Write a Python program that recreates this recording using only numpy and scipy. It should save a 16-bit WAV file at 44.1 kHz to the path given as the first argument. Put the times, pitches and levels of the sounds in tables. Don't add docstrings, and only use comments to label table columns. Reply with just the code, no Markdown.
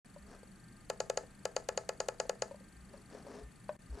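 import sys
import numpy as np
from scipy import signal
from scipy.fft import rfft, irfft, next_fast_len
from scipy.io import wavfile
from scipy.ndimage import uniform_filter1d

SR = 44100
rng = np.random.default_rng(int(sys.argv[2]) if len(sys.argv) > 2 else 0)


def decibels_to_gain(level_db):
    exponent = np.asarray(level_db, float) / 20
    return 10 ** exponent


def store_pcm(level_fs):
    pcm = np.round(np.clip(level_fs, -1, 1) * 32767).astype(np.int16)
    wavfile.write(sys.argv[1], SR, np.atleast_2d(pcm).T)


N = 176400

# frequency in Hz, level in dB per Hz.
RUMBLE = [(12, -46), (20, -5.5), (86, -10), (108, -13.5), (198, -4.5), (225, -10), (471, -23), (863, -24),
          (1000, -43), (1300, -70), (2200, -120)]
# frequency in Hz, level in dB per Hz.
HISS = [(590, -27), (1000, -2.5), (1830, -2), (3400, -12), (4550, -13.5), (4860, -18), (8530, -11),
        (9300, -19), (12800, -20)]
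# frequency in Hz, width in Hz, depth from 0 to 1.
HISS_NOTCHES = [(8540, 320, 0.8), (11200, 190, 0.8), (5700, 170, .5)]
# frequency in Hz, likeness from 0 to 1.
LIKENESS = [(60, 0.88), (130, 0.91), (280, 0.82), (610, 0.14), (1330, 0.6), (2880, 0.84), (6250, 0.88),
            (13600, 1)]
# frequency in Hz, left over right in dB.
LEAN = [(60, 1.5), (130, 3), (280, -0.5), (610, 3), (1330, -2.5), (2880, -2), (6250, 7.5), (13600, 4.5)]
# frequency in Hz, width in Hz, level in dB.
FAN_LINES = [(119.2, 12.6, -67.5), (195, 7.6, -68), (1217, 26, -77.5), (1584, 3.5, -78.5), (1798, 9.5, -78)]

# frequency in Hz, level in dB.
WHINES = [(7370, -82), (9841, -77)]
# frequency in Hz, first time in seconds, length in seconds, level in dB.
BLIPS = [(4493, 0.0597, 0.0089, -61), (9140, 0.0595, 0.0091, -60), (7990, 0.065, 0.0062, -59)]

# middle in seconds, length in seconds, level in dB, frequency in Hz.
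THUMPS = [
    (0.241, 0.1, -54, 63.5),
    (2.793, 0.21, -56, 62.6),
    (3.456, 0.079, -46, 57.4),
    (3.928, 0.074, -37.5, 59),
]

# start in seconds, peak in dB, ring in Hz, t60 in seconds.
TAPS = [(0.161, -46.5, 579, 0.067), (0.43, -46, 495, 0.032), (1.235, -40.5, 505, 0.024),
        (2.252, -39.5, 513, 0.033), (2.51, -40.5, 559, 0.07), (2.543, -44, 585, 0.047),
        (2.606, -53.5, 525, 0.046), (2.911, -52, 406, 0.034), (2.938, -46, 564, 0.057),
        (3.124, -44, 396, 0.024), (3.148, -36, 514, 0.022), (3.181, -48, 380, 0.028),
        (3.248, -46, 401, 0.025), (3.265, -43.5, 561, 0.062), (3.297, -47, 411, 0.078),
        (3.307, -49, 496, 0.028), (3.338, -53, 440, 0.027), (3.411, -49, 415, 0.12),
        (3.973, -45, 400, 0.035)]
# start in seconds, peak in dB.
FLICKS = [
    (3.692, -31),
]
# frequency in Hz, level in dB, t60 in seconds, polarity.
BALL = [(553, -8.5, 0.048, 1), (600, -1.5, 0.1, 1), (784, -17.5, 0.056, -1), (985, 0.5, 0.02, 1),
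        (1068, -11, 0.039, 1), (1540, -16.5, 0.051, 1), (1850, -12, 0.017, -1), (2520, -12.5, 0.017, 1)]
# middle in seconds, length in seconds, level in dB.
RUBS = [
    (0.327, 0.21, -56.5),
    (2.958, 0.23, -61.5),
    (3.163, 0.22, -54),
    (3.344, 0.29, -51.5),
    (3.99, 0.24, -53.5),
]
# frequency in Hz, level in dB per Hz.
SKIN = [(130, -28), (220, -2.5), (409, -11.5), (478, -6.5), (663, -3), (727, -8), (1740, -13.5),
        (1960, -21.5), (9000, -38), (11700, -66), (19800, -120)]
# frequency in Hz, width in Hz, level over the skin noise in dB.
RUB_RINGS = [(264.6, 17, -3.5), (410.6, 15, 9), (668, 17, -22), (5670, 1600, -1)]

# start in seconds, peak in dB.
PRESSES = [(.9, -24.5), (1.0991, -24.5), (1.4538, -24.5), (1.6885, -24.5), (1.8913, -25), (2.0857, -24.5),
           (2.295, -24.5)]
# start in seconds, peak in dB.
RELEASES = [(1.003, -24), (1.1736, -23.5), (1.5646, -23.5), (1.7756, -24), (2.0027, -23.5), (2.2001, -23.5),
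            (2.4212, -23.5)]
# frequency in Hz, level in dB, t60 in seconds, left over right in dB, polarity.
HOUSING = [(524, 6.5, .018, 3.1, 1), (735, -10, .02, 5.5, -1), (945, -8, .014, 4.5, 1),
           (1085, -19, .029, 5, -1), (1392, -16.5, .036, -1, -1), (1696, -8.5, .018, .2, -1),
           (1964, -6, .011, 3.4, -1), (2200, -18, .012, 5, 1), (3080, -12, .01, 8, -1),
           (2519, -16.4, .024, 1.5, -1), (2856, -6.2, .01, 9, 1)]
# frequency in Hz, level in dB, t60 in seconds, left over right in dB, polarity.
DESK = [(398, -31, .3, 1, -1), (476, -32.5, .3, 3, -1), (629, -26, .117, 3.7, 1),
        (660, -32.5, .26, 2.6, -1), (866, -24, .108, 1.5, 1), (1145, -31.5, .071, 4, 1),
        (1301, -27.5, .094, 4.4, 1), (1557, -30, .056, 0, -1)]
# frequency in Hz, change in dB.
RELEASE_RINGS = [(530, -.5), (640, 3), (740, 1), (950, 1), (1090, -.7)]
# frequency in Hz, press in dB, release in dB, t60 in seconds, left over right in dB.
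SPRING = [(3554, -15, -23, 0.016, 1.5), (4170, -5.5, -6.5, 0.0053, -4.5), (4630, -17.5, -17, 0.012, 24),
          (5100, -30.5, -26.5, 0.035, -10), (5970, -12.5, -9.5, 0.007, 1), (6485, -21, -14, 0.018, 1),
          (6780, -13.5, -6.5, 0.014, 5), (7140, -13.5, -13.5, 0.012, 1), (7750, -13, -21.5, .01, 0),
          (8580, -24, -32, 0.019, 0), (10130, -13, -12, 0.0056, 1.5), (12200, -23, -36, 0.0029, 0)]
# level in dB, rise in seconds, t60 in seconds.
CRACK = (-8, 0.0011, 0.012)
# press in dB, release in dB, t60 in seconds.
SCATTERED = (-31, -26, 0.24)
# frequency in Hz, level in dB.
CRACK_COLOUR = [(1500, -14), (3500, -14), (4700, -3), (5600, -7), (6900, 0), (8300, -11), (13000, -19)]
# frequency in Hz, width in Hz, depth from 0 to 1.
DESK_NOTCHES = [(3460, 290, 0.43), (5420, 150, 0.7)]
SNAP_LEAD_S = .0008, .0006
KNOCK_LEAD_S = .00042, .00066

# delay in seconds, level in dB.
ECHOES = [(.035, -25.5), (0.059, -24.5)]
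# frequency in Hz, t60 in seconds.
ROOM_DECAY = [(300, 0.3), (1500, 0.18), (6500, 0.052)]
# frequency in Hz, level in dB.
ROOM_COLOUR = [(500, -10.5), (1000, -2), (2000, 2), (2800, -9.5), (5000, -18)]

FRAME_S = 1.0002 / 24
START_S, GAP_S, GAP_END_S = .047, 3.7665, 3.79
TAP_RISE_S = 0.0012


def unit(x):
    return x / np.sqrt(np.mean(x ** 2) + 1e-20)


def along(points, hz):
    f, v = np.transpose(points)
    return np.interp(np.log(hz + 1), np.log(f + 1), v)


def filtered(x, response):
    m = next_fast_len(N + SR // 2)
    return irfft(rfft(x, m) * response(np.fft.rfftfreq(m, 1 / SR)), m)[..., :N]


def resonance(f, centre_hz, width_hz):
    return 1j * f * width_hz / (centre_hz ** 2 - f * f + 1j * f * width_hz)


def notches(f, table):
    return np.prod([1 - np.clip(depth, 0, 1) * resonance(f, hz, width) for hz, width, depth in table], axis=0)


def sides(lean_db):
    return decibels_to_gain(np.array([lean_db / 2, -lean_db / 2]))


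def ring(hz, db, t60, rise_s, lag_s=0):
    t = np.abs(np.arange(SR // 6) / SR - lag_s)
    rise = (1 - np.exp(-t / rise_s)) ** 2
    return decibels_to_gain(db - 60 * t / t60) * np.sin(2 * np.pi * hz * t) * rise


def add(out, s, sound):
    part = out[..., round(s * SR):][..., :sound.shape[-1]]
    part += sound[..., :part.shape[-1]]


def swell(middle_s, length_s):
    return np.cos(np.pi * np.clip((np.arange(N) / SR - middle_s) / length_s, -.5, .5)) ** 2


def stereo_noise(spectrum):
    def mid_side(hz):
        angle = np.arccos(np.clip(along(LIKENESS, hz), -1, 1)) / 2
        level = decibels_to_gain(along(spectrum, hz)) * (hz > spectrum[0][0])
        return level * [np.cos(angle), np.sin(angle)]

    mid, side = filtered(rng.standard_normal((2, N)), mid_side)
    left_right = np.array([mid + side, mid - side])
    return unit(filtered(left_right, lambda hz: sides(along(LEAN, hz))))


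def background():
    lines = np.zeros(N)
    for hz, width_hz, db in FAN_LINES:
        line = filtered(rng.standard_normal(N), lambda f: 1 / (1 + ((f - hz) / width_hz * 2) ** 2))
        lines += decibels_to_gain(db) * unit(line)
    rumble = decibels_to_gain(-59) * stereo_noise(RUMBLE + [(1400, -73)])
    hiss = decibels_to_gain(-67) * filtered(stereo_noise(HISS), lambda f: notches(f, HISS_NOTCHES))
    return rumble + hiss + lines


def electronics():
    t = np.arange(N) / SR
    out = np.zeros(N)
    comb = [(k * 199.97, -86 + 2.5 * rng.standard_normal()) for k in range(26, 55)]
    for hz, db in WHINES + comb:
        out += decibels_to_gain(db) * np.sin(2 * np.pi * (hz * t + rng.random()))
    clock = t - .0112 * (t > GAP_END_S)
    for hz, first_s, length_s, db in BLIPS:
        since = (clock - first_s + FRAME_S / 2) % FRAME_S - FRAME_S / 2
        frame = np.round((clock - first_s) / FRAME_S).astype(int)
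        vary_db, turn = rng.standard_normal((2, 128))[:, frame]
        level = decibels_to_gain(db + 0.64 * vary_db) * (frame != 82)
        bump = np.cos(np.pi * np.clip(since / length_s, -.5, .5))
        out += level * bump * np.sin(2 * np.pi * (hz * t + turn))
    return out * decibels_to_gain([[0], [-15]])


def wrist():
    t = np.arange(N) / SR
    out = np.zeros(N)
    for middle_s, length_s, db, hz in THUMPS:
        wave = np.sin(2 * np.pi * hz * (middle_s - t) + 1)
        out += decibels_to_gain(db) * swell(middle_s, length_s) ** .5 * wave
    return out * sides(1.4)[:, None]


def rubbing():
    chance, size = rng.random(N), rng.exponential(size=N)
    sign, smooth = rng.standard_normal((2, N))
    grains = unit((chance < 700 / SR) * decibels_to_gain(1.3 * size) * sign)

    def colour(f):
        rings = 1 + sum(3 * decibels_to_gain(db) * resonance(f, hz, width) for hz, width, db in RUB_RINGS)
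        return decibels_to_gain(along(SKIN, f)) * rings * (f > SKIN[0][0]) * (f < SKIN[-1][0])

    strokes = sum(decibels_to_gain(db) * swell(middle_s, length_s) for middle_s, length_s, db in RUBS)
    return unit(filtered(grains + .8 * smooth, colour)) * strokes


def touch_noise():
    ticks = np.zeros(N)
    for s, db, *_ in [*TAPS, *FLICKS]:
        add(ticks, s, decibels_to_gain(db - 11.5 - 60 * np.arange(SR // 20) / SR / 0.048))
    centre_hz = 1370
    return filtered(ticks * rng.standard_normal(N),
                    lambda f: 4j * f / centre_hz / (1 + 1j * f / centre_hz) ** 3.17)


def fingers():
    out = touch_noise() + rubbing()
    for s, db, hz, t60 in TAPS:
        overtone = ring(hz * 1.663, -6.5, t60 / 2, TAP_RISE_S)
        add(out, s, decibels_to_gain(db + 4.5) * (ring(hz, 0, t60, TAP_RISE_S) + overtone))
    for s, db in FLICKS:
        rattle = sum(polarity * ring(hz, mode_db, t60, TAP_RISE_S) for hz, mode_db, t60, polarity in BALL)
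        add(out, s - .001, -decibels_to_gain(db + 3) * rattle)
    return out * sides(3.5)[:, None]


def housing_knock(released, scatter_db):
    out = 0
    for k, (hz, db, t60, lean_db, polarity) in enumerate(HOUSING + DESK):
        level = db + released * along(RELEASE_RINGS, hz) + scatter_db[-k]
        out = out + polarity * sides(lean_db)[:, None] * ring(hz, level, t60, .0017)
    return out


def spring_snap(released, scatter_db):
    lag_s = np.array([[0], [.000016]])
    out = 0
    for k, (hz, down_db, up_db, t60, lean_db) in enumerate(SPRING):
        level = (up_db if released else down_db - 1.5) + scatter_db[k]
        out = out + (-1) ** k * sides(lean_db)[:, None] * ring(hz, level, t60, 0.00068, lag_s)
    return out


def button():
    body, spring = np.zeros((2, N)), np.zeros((2, N))
    bright, dull = np.zeros((2, N)), np.zeros((2, N))
    t = np.arange(SR // 4) / SR - .005
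    crack = decibels_to_gain(CRACK[0]) * np.where(t < 0, np.exp(t / CRACK[1]), decibels_to_gain(-60 * t / CRACK[2]))
    for released, hits in enumerate((PRESSES, RELEASES)):
        tail = decibels_to_gain(SCATTERED[released] - 60 * t / SCATTERED[2]) * (t > 0)
        habit = rng.standard_normal((3, len(t)))
        scatters_db = rng.standard_normal((len(hits), 32))
        for (s, db), scatter_db in zip(hits, scatters_db):
            push = (-1) ** released * decibels_to_gain(db + 5.5)
            add(body, s - KNOCK_LEAD_S[released], push * housing_knock(released, scatter_db))
            add(spring, s - SNAP_LEAD_S[released], push * spring_snap(released, scatter_db))
            shared, left, right = habit + .6 * rng.standard_normal((3, len(t)))
            contact = shared + 0.27 * np.array([left, right])
            add(dull if released else bright, s - .005, abs(push) * crack * contact)
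            add(dull, s - .005, abs(push) * tail * (left + 0.45 * np.array([shared, right])))
    noise = bright + filtered(dull, lambda f: 1 / (1 + (f / 10400) ** 10))
    noise = filtered(noise, lambda f: decibels_to_gain(along(CRACK_COLOUR, f)) * f / (f + 1500)) * sides(2.4)[:, None]
    click = filtered(spring + noise, lambda f: notches(f, DESK_NOTCHES))
    return click + filtered(body, lambda f: f ** 8 / (f ** 8 + 300 ** 8))


def room(x):
    hz, t, z = signal.stft(rng.standard_normal((3, SR // 2)), SR, nperseg=128)
    decay_db = along(ROOM_COLOUR, hz)[:, None] - 60 * t / along(ROOM_DECAY, hz)[:, None]
    shared, left, right = signal.istft(z * decibels_to_gain(decay_db), SR, nperseg=128)[1]
    tail = 0.3 ** .5 * shared + 0.7 ** .5 * np.array([left, right])
    tail = decibels_to_gain(-22) * tail / np.linalg.norm(shared)
    tail = np.pad(tail, ((0, 0), (260, 0)))

    def reflections(f):
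        delays = sum(decibels_to_gain(db) * np.exp(-2j * np.pi * f * delay_s) for delay_s, db in ECHOES)
        return delays / (1 + 1j * f / 2500) ** 2

    return filtered(x, reflections) + signal.fftconvolve(x, tail, axes=1)[:, :N]


def scene():
    hand = button() + fingers()
    return hand + room(hand) + wrist() + background() + electronics()


def top_cut(x):
    return signal.sosfilt(signal.butter(12, 14160, fs=SR, output="sos"), x)


def record(dry):
    t = np.arange(N) / SR
    gate = (t > START_S) * np.where((t > GAP_S) & (t < GAP_END_S), decibels_to_gain(-17), 1)
    gated = dry * uniform_filter1d(gate, size=40)
    mix = filtered(gated, lambda hz: 1 / (1 + np.exp(np.clip((hz - 12960) / 148, -40, 40))))
    return top_cut(mix)


dry = scene()
out = record(dry)
store_pcm(out)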